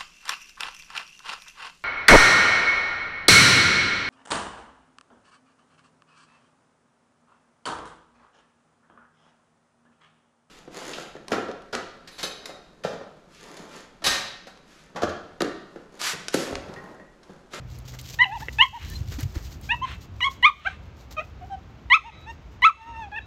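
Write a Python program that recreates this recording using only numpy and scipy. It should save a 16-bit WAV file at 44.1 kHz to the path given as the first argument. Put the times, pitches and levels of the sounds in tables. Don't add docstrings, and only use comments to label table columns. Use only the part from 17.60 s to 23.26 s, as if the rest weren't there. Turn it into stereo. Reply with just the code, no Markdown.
import sys
import numpy as np
from scipy import signal
from scipy.fft import rfft, irfft, next_fast_len
from scipy.io import wavfile
from scipy.ndimage import uniform_filter1d, minimum_filter1d, map_coordinates

SR = 44100
rng = np.random.default_rng(int(sys.argv[2]) if len(sys.argv) > 2 else 0)


def int16_out(signal):
    q = np.round(np.clip(np.atleast_2d(signal).T, -1, 1) * 32767)
    wavfile.write(sys.argv[1], SR, q.astype(np.int16))


N = 249606
T = np.arange(N) / SR

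# freq_hz, density_db
RUSTLE = [(1180, -21), (2000, -6), (4450, -2.5), (6940, -4), (9410, -22.5), (10900, -21.5), (12700, -10),
          (16000, -20)]
# freq_hz, left_over_right_db
PORT_BALANCE = [(400, 0), (900, 6), (1500, 5), (2400, 0)]
SOFT_BRIGHT_DB, SOFT_FLUTTER_DB = 8, 2.6


def amp(db):
    return 10 ** (np.asarray(db) / 20)


def unit(x):
    return x / np.sqrt(np.mean(x ** 2) + 1e-20)


def along(points, hz):
    f, v = np.transpose(points)
    return np.interp(np.log(hz + 1), np.log(f + 1), v)


def track(rows):
    times, *cols = np.transpose(rows)
    span = slice(max(round(times[0] * SR), 0), min(round(times[-1] * SR), N))
    return span, [np.interp(T[span], times, c) for c in cols]


def samples(start_s, length_s):
    span = slice(round(start_s * SR), round((start_s + length_s) * SR))
    return span, T[span] - T[span][0]


def wobble(rate_hz):
    return map_coordinates(rng.standard_normal(int(N * rate_hz / SR) + 4), [T * rate_hz])


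def filtered(x, response):
    m = next_fast_len(N + SR // 2)
    return irfft(rfft(x, m) * response(np.fft.rfftfreq(m, 1 / SR)), m)[..., :N]


def stereo_noise(spectrum):
    # freq_hz, correlation
    likeness = [(240, 1), (950, 0.44), (3770, 0.94), (10000, 0.7), (15000, 1)]

    def mid_side(hz):
        angle = np.arccos(np.clip(along(likeness, hz), -1, 1)) / 2
        return amp(along(spectrum, hz)) * [np.cos(angle), np.sin(angle)]
    mid, side = filtered(rng.standard_normal((2, N)), mid_side)
    return unit(np.array([mid + side, mid - side]))


def tone(hz, rms_db, waver):
    n = np.arange(len(hz))
    edge = np.clip(np.minimum(n, n[::-1]) / (0.0027 * SR), 0, 1)
    return np.sqrt(2) * edge * amp(rms_db) * np.sin(2 * np.pi * np.cumsum(hz * (1 + waver)) / SR)


def park():
    # time_s, rumble_db, rustle_db
    levels = [(0, -41.5, -64.5), (.5, -44.5, -53.5), (1.301, -36, -55.5), (2, -38.5, -59),
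              (2.799, -44, -72), (4.199, -44, -75), (5.66, -46.5, -80.5)]
    # freq_hz, density_db
    rumble = [(20, -31.5), (54, 8.5), (75, 6.5), (231, -13.5), (390, -21), (660, -120)]
    city_hiss = [(88, -39.5), (150, -2.5), (1210, -12), (1860, -17.5), (2410, -18.5), (6840, -33.5),
                 (9000, -52.5)]
    # time_s, pitch_hz, level_db
    engine_hum = [(0, 122.3, -42), (1.2, 132.7, -49.5)]
    thin_tones = [
        [(1.21, 3860, -65), (1.34, 4010, -54), (1.365, 4180, -37.5), (1.385, 4030, -65)],
        [(1.295, 1715, -55), (1.34, 1840, -50)],
        [(4.52, 3880, -59), (4.665, 3900, -56.5)],
        [(5.61, 3820, -56), (5.66, 3880, -66)],
    ]
    times, *cols = np.transpose(levels)
    rumble_db, rustle_db = (np.interp(T, times, c) for c in cols)
    out = amp(rumble_db + 0.58 * wobble(5.1)) * stereo_noise(rumble)
    out += amp(-52.5 + 0.3 * wobble(42)) * stereo_noise(city_hiss)
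    out += amp(rustle_db + 4.8 * wobble(18) + 3 * wobble(400)) * stereo_noise(RUSTLE)
    for rows in thin_tones + [engine_hum]:
        span, (hz, db) = track(rows)
        out[:, span] += tone(hz, db + 2.37 * wobble(70)[span], 0.0061 * wobble(150)[span])
    return out


def leash_clip():
    # start_s, level_db
    ticks = [(.1875, -41), (.413, -37), (1.2995, -35), (1.607, -32), (2.0125, -44)]
    t60_s, highpass_hz = 0.018, 2980
    out, t = np.zeros(N), np.arange(SR // 20) / SR
    for start_s, db in ticks:
        out[round(start_s * SR):][:len(t)] += amp(db - 60 * t / t60_s) * rng.standard_normal(len(t))
    return filtered(out, lambda hz: 1j * hz / (highpass_hz + 1j * hz))


def scuffs():
    # start_s, level_db, drag_over_scrape_db, rise_s
    strokes = [(0.25, -38.5, -12, 0.0068), (0.275, -32, -10, 0.0084), (0.332, -37, 5, 0.0083),
               (0.3857, -28, -30, 0.0064), (0.4958, -29.5, -21, 0.0055), (0.5344, -29.5, -6.5, 0.0049),
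               (0.8015, -32, 7, 0.0043), (0.923, -33, -26, 0.007), (1.297, -39, -4, 0.037),
               (1.504, -33, 0, 0.021), (1.583, -30.5, 1, 0.017), (1.6285, -29.5, -37, 0.0022),
               (1.739, -34.5, 3, 0.02), (1.838, -37, -17, 0.016), (1.902, -38, -5, 0.016),
               (2.406, -37.5, -11, 0.013), (2.697, -37, -7, 0.016), (3.507, -32.5, -2.5, 0.009)]
    # freq_hz, density_db
    drag_spectrum = [(300, -6.5), (2000, -10), (5000, -45)]
    grains = amp(2.5 * np.minimum(rng.exponential(size=N // 40), 4)).repeat(40)
    grit = amp(0.75 * wobble(130)) * uniform_filter1d(np.pad(grains, (0, 40))[:N], size=30)
    scrape, drag = unit(grit * stereo_noise(RUSTLE)), unit(grit * stereo_noise(drag_spectrum))
    out = np.zeros((2, N))
    for start_s, db, drag_db, rise_s in strokes:
        span = slice(round(start_s * SR), round(start_s * SR) + SR // 4)
        u = (T[span] - T[span][0]) / np.clip(rise_s, .001, .03)
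        envelope = amp(db - 13.0) * u ** 1.13 * np.exp(1 - u)
        out[:, span] += envelope * (scrape[:, span] + amp(drag_db) * drag[:, span])
    return out


def yip(start_s, climb_s, bend, hold_s, fall_s, catch, low_hz, top_hz, end_hz, bright_db, late, *peaks):
    # freq_hz, gain_db
    throat = [(600, -3), (850, -13), (1050, -3.5), (1300, 2.5), (2050, -1), (2500, 1.5), (3300, -5.5),
              (4000, -12.5)]
    swell_db, fade_db, fade_bend = (18, 17.5, 22), (8.5, 24, 34.5), (0.41, 0.85, 1.4)
    catch_s = 0.0029
    length_s = climb_s + hold_s + fall_s
    span, t = samples(start_s, length_s)
    climb, fall = np.clip(t / climb_s, 0, 1), np.clip((t - climb_s - hold_s) / fall_s, 0, 1)
    hz = low_hz * (1 + catch * np.exp(-t / catch_s))
    hz += (top_hz - low_hz) * climb ** bend + (end_hz - top_hz) * fall ** 1.4
    catch_db = 32.5 * catch * np.exp(-t / (2 * catch_s))
    partial_db = []
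    for k, (peak_s, db) in enumerate(peaks):
        before = np.clip(1 - t / peak_s, 0, 1)
        after = np.clip((t - peak_s) / abs(length_s - peak_s), 0, 1)
        arch_db = -swell_db[k] * before ** 2 - fade_db[k] * after ** (abs(late) * fade_bend[k])
        partial_db.append(db + catch_db + arch_db + along(throat, (k + 1) * hz))
    return span, hz, partial_db, bright_db, 0


def whine(rows):
    span, (hz, db, upper_db) = track(rows)
    return span, hz, [db, upper_db, upper_db], SOFT_BRIGHT_DB, SOFT_FLUTTER_DB


def whimper(start_s, length_s, first_hz, middle_hz, last_hz, *peak_db):
    span, t = samples(start_s, length_s)
    u, crest = t / length_s, 0.66
    hz = np.polyval(np.polyfit([0, .5, 1], [first_hz, middle_hz, last_hz], 2), u)
    arch_db = -16.5 * np.where(u < crest, 1 - u / crest, (u - crest) / (1 - crest)) ** 3.45
    return span, hz, [db + arch_db for db in peak_db], SOFT_BRIGHT_DB, SOFT_FLUTTER_DB


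def dog():
    # start_s, climb_s, climb_power, hold_s, fall_s, catch_share, low_hz, top_hz, end_hz,
    # bright_db, fade_lateness, then (peak_s, level_db) for partials 1-3
    yips = [(0.5876, 0.0354, 0.81, 0.016, 0.01, 0.011, 888, 1011, 838, -13.5, 3.3, (0.029, -17),
            (0.030, -13.5), (0.053, -20)),
            (0.9846, .045, 1.39, 0.0064, 0.023, 0.09, 831, 1080, 930, -9.5, 0.69, (0.041, -8), (0.05, -15),
            (0.04, -10)),
            (2.089, 0.036, 0.94, 0.01, 0.021, 0.0087, 766.5, 958.5, 975, -7.5, 0.54, (0.058, -18.5),
            (0.035, -25), (0.036, -20)),
            (2.605, 0.043, 3.1, 0.024, 0.018, 0.44, 956, 1102, 1037, 12.5, 1.25, (0.082, -21), (0.038, -23),
            (0.043, -21.5)),
            (2.826, .036, 1.9, 0.018, 0.025, 0.047, 952, 1220, 1036, -6.5, 1.94, (0.041, -11.5),
            (0.028, -12), (0.017, -16.5)),
            (3.048, 0.02, 2.3, 0.011, 0.0084, 0.0055, 634, 791.5, 680, -9.5, 1, (0.034, -21.5),
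            (0.029, -22.5), (0.032, -30.5)),
            (3.566, 0.026, 1.7, 0.0053, 0.028, 0.025, 623, 622.4, 774, 5.5, 0.71, (0.031, -29),
            (0.029, -28.5), (0.045, -44.5)),
            (4.300, 0.048, 1.94, .016, 0.016, 0.12, 931, 1310, 940, -1, 2.1, (0.021, -14), (0.03, -11.5),
            (0.025, -16)), (5.020, .034, 3.04, 0.027, 0.024, 0.1, 965, 1317, 1060, 3, 0.87, (0.055, -10),
            (0.024, -13.5), (0.035, -18)),
            (5.516, 0.053, 3.4, 0.011, 0.016, 0.046, 828, 906, 780, -10, 1.2, (0.018, -24), (0.075, -31.5),
            (0.073, -37.5))]
    # time_s, pitch_hz, fundamental_db, partials_2_3_db
    whines = [
        [(0.653, 835, -29, -36), (0.68, 742, -36.5, -82), (0.72, 842, -29.5, -46.5), (0.755, 977, -31, -49),
         (0.782, 752, -40.5, -61)],
        [(5.168, 900, -54, -80), (5.22, 894, -41, -55), (5.3, 936, -42, -57.5), (5.36, 898, -40, -51.5),
         (5.4, 919, -37.5, -53.5), (5.44, 844, -40, -46), (5.489, 784, -43.5, -80)],
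    ]
    # start_s, length_s, first_hz, middle_hz, last_hz, fundamental_db, second_db, third_db
    whimpers = [(0.815, 0.024, 760, 880, 910, -36, -44.5, -62),
                (1.127, 0.058, 750, 960, 797, -30, -50, -71),
                (2.214, 0.047, 927, 1059, 960, -24.5, -44.5, -43.5),
                (3.808, 0.05, 783, 717, 823, -40, -65.5, -63),
                (3.898, 0.064, 791, 782, 742, -34, -52, -71.5),
                (4.436, 0.07, 754, 934, 796, -36.5, -55.5, -48),
                (4.659, 0.062, 824, 910, 912, -41, -45, -50)]
    # start_s, length_s, level_db
    huffs = [(1.116, 0.21, -46.5), (2.224, 0.16, -39.5), (2.961, 0.24, -46)]
    # freq_hz, gain_db
    mouth = [(2200, -0.5), (4200, -22), (4750, -42), (5350, -29), (6500, -29), (7100, -44), (7800, -38),
             (9600, -60), (10600, -45), (11600, -64)]
    # freq_hz, density_db
    breath_spectrum = [(500, -29.5), (1000, -13.5), (2200, -8.5), (4200, -16), (4800, -31), (5300, -27.5),
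                       (6500, -30), (8200, -37.5), (16000, -68)]
    clean_db, hoarse_db = -52.5, -23.5
    voice, breath = np.zeros(N), np.zeros(N)
    jitter, shimmer = 0.0055 * wobble(350), [wobble(220) for _ in range(3)]
    flutter = [wobble(35) for _ in range(3)]
    calls = [yip(*row) for row in yips] + [whimper(*row) for row in whimpers]
    calls += [whine(rows) for rows in whines]
    for span, hz, partial_db, bright_db, flutter_db in calls:
        hz = uniform_filter1d(hz, size=250, mode="nearest")
        t = T[span] - T[span][0]
        effort = np.clip((np.max(partial_db) - clean_db) / (hoarse_db - clean_db), .35, 1.15)
        rough = effort * (0.35 + np.clip(t / 0.051, 0, 1))
        first_db, second_db, third_db = partial_db
        upper_db = 10 * np.log10(amp(first_db - 25.5) ** 2 + amp(second_db) ** 2 + amp(third_db) ** 2)
        dull_db = 59 * (1 - hz / hz.max())
        for k in range(1, 13):
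            if k <= 3:
                db = partial_db[k - 1]
            else:
                db = upper_db + along(mouth, k * hz) + bright_db * min((k - 3) / 3, 1) - dull_db * (k > 4)
            db = db + flutter_db * min(k - .5, 1) * flutter[k % 3][span]
            shimmer_db = 1.49 * rough * min(k, 2.5) * shimmer[k % 3][span]
            voice[span] += tone(k * hz, db + shimmer_db, rough * jitter[span])
        loudness = np.sqrt(amp(first_db) ** 2 + amp(upper_db) ** 2)
        onset_puff = amp(upper_db.max() - 23.5 - 60 * t / 0.031)
        breath[span] = amp(-27.5) * rough * loudness + onset_puff
    for start_s, length_s, db in huffs:
        breath += amp(db) * np.sin(np.pi * np.clip((T - start_s) / length_s, 0, 1)) ** 2
    rasp = amp(0.36 * wobble(190))
    hiss = filtered(rng.standard_normal(N), lambda hz: amp(along(breath_spectrum, hz)))
    return voice + breath * unit(rasp * hiss)


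def ports(x):
    def gains(hz):
        left = amp(along(PORT_BALANCE, hz) / 2)
        return np.array([left, 1 / left]) * 2 / (left + 1 / left)
    return filtered(x, gains)


def paving(x):
    echo_s, t60_s = 0.0045, 0.21
    t = np.arange(round(0.044 * SR)) / SR
    scatter = unit(amp(-60 * t / t60_s) * rng.standard_normal(len(t))) / np.sqrt(len(t))
    spread = signal.fftconvolve(x, scatter)[:N]
    mid = spread[np.clip(np.arange(N) - 300, 0, N)]
    side = filtered(spread, lambda hz: along(PORT_BALANCE, hz) / 6)
    echo = np.roll(x, round(echo_s * SR))
    return amp(-14.5) * mid + amp(-25.0) * echo + amp(-8.5) * side * [[1], [-1]]


def ringing_tail(x):
    pitch_hz, width_hz = 2660, 3.5
    return filtered(x, lambda f: amp(2) * 1j * f * width_hz / (pitch_hz ** 2 - f * f + 1j * f * width_hz))


def walls(x):
    # freq_hz, gain_db
    colour = [(1000, -0.5), (2500, 0), (3800, 7), (6500, 13.5)]
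    # freq_hz, t60_s
    decay = [(1000, 0.84), (12000, 0.94)]
    hz, t, noise = signal.stft(rng.standard_normal((2, SR)), SR, nperseg=256)
    tail_db = along(colour, hz)[:, None] - 60 * t / along(decay, hz)[:, None]
    tail = signal.istft(noise * amp(tail_db), SR, nperseg=256)[1]
    tail = [[.9, 0.025], [.9, -0.61]] @ tail
    delayed = np.pad(x, (600, 0))[None]
    return signal.fftconvolve(delayed, tail / np.linalg.norm(tail[0]), axes=1)[:, :N]


def hollow_knock():
    # start_s, level_db
    contacts = [(0.8843, -18), (.8900, -26.5)]
    # freq_hz, gain_db, t60_s
    modes = [(447, -9.5, 0.026), (2006, 3.5, 0.013), (2670, -1, 0.012)]
    out, t = np.zeros(N), np.arange(SR // 10) / SR
    attack = 1 - np.exp(-t / 0.00035)
    for start_s, db in contacts:
        ring = sum(amp(db + gain_db + rng.normal(0, 2) - 60 * t / t60_s) * np.sin(2 * np.pi * hz * t)
                   for hz, gain_db, t60_s in modes)
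        out[round(start_s * SR):][:len(t)] += attack * ring
    return out


def hand_bumps():
    # start_s, level_db, pitch_hz
    thuds = [(1.298, -29, 87.5), (1.402, -20.5, 98), (1.478, -24, 86), (1.579, -28.5, 270),
             (1.624, -18, 101), (1.647, -19, 103), (1.754, -32, 308), (1.758, -20.5, 65.5)]
    out = np.zeros(N)
    for start_s, db, hz in thuds:
        n = np.arange(round((0.022 + 0.5 / hz) * SR))
        out[round(start_s * SR):][:len(n)] += amp(db) * np.hanning(len(n)) * np.sin(2 * np.pi * hz * n / SR)
    return out


def collar_tag():
    # start_s, level_db
    clinks = [(1.335, -60), (1.508, -56), (1.608, -56), (1.839, -54)]
    # freq_hz, gain_db
    modes = [(7750, -14), (13954, -8.5), (15332, -10)]
    out, t60_s = np.zeros(N), 0.9
    for start_s, db in clinks:
        t = np.clip(T - start_s, 0, None)
        out += sum(amp(db + gain_db + rng.normal(0, 3) - 60 * t / t60_s) * np.sin(2 * np.pi * hz * t)
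                   for hz, gain_db in modes)
    return out


def scene():
    voice = dog()
    terrier = ports(voice) + paving(voice) + ringing_tail(voice) + amp(-17.0) * walls(voice)
    return terrier + scuffs() + leash_clip() + hollow_knock() + collar_tag() + hand_bumps() + park()


def record(dry):
    threshold_db, lag_s, split_hz, treble_share = -14.0, 0.1, 900, 0.4
    ceiling, top_hz = 0.88, 15900
    power = uniform_filter1d(np.mean(dry ** 2, axis=0), size=880)
    level_db = 10 * np.log10(abs(power) + 1e-12)
    target_db = -1.6 * np.clip(level_db - threshold_db, 0, None)
    held_db = minimum_filter1d(target_db, size=7000)
    duck_db = np.pad(uniform_filter1d(held_db, size=1300), (round(lag_s * SR), 0))[:N]
    bass = filtered(dry, lambda hz: 1 / (1 + (hz / split_hz) ** 2))
    ducked = bass * amp(duck_db) + (dry - bass) * amp(treble_share * duck_db)
    limit_gain = ceiling / np.maximum(abs(ducked).max(axis=0), ceiling)
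    limited = ducked * uniform_filter1d(minimum_filter1d(limit_gain, size=400), size=300)
    return filtered(limited, lambda hz: hz < top_hz)


dry = scene()
out = record(dry)
int16_out(out)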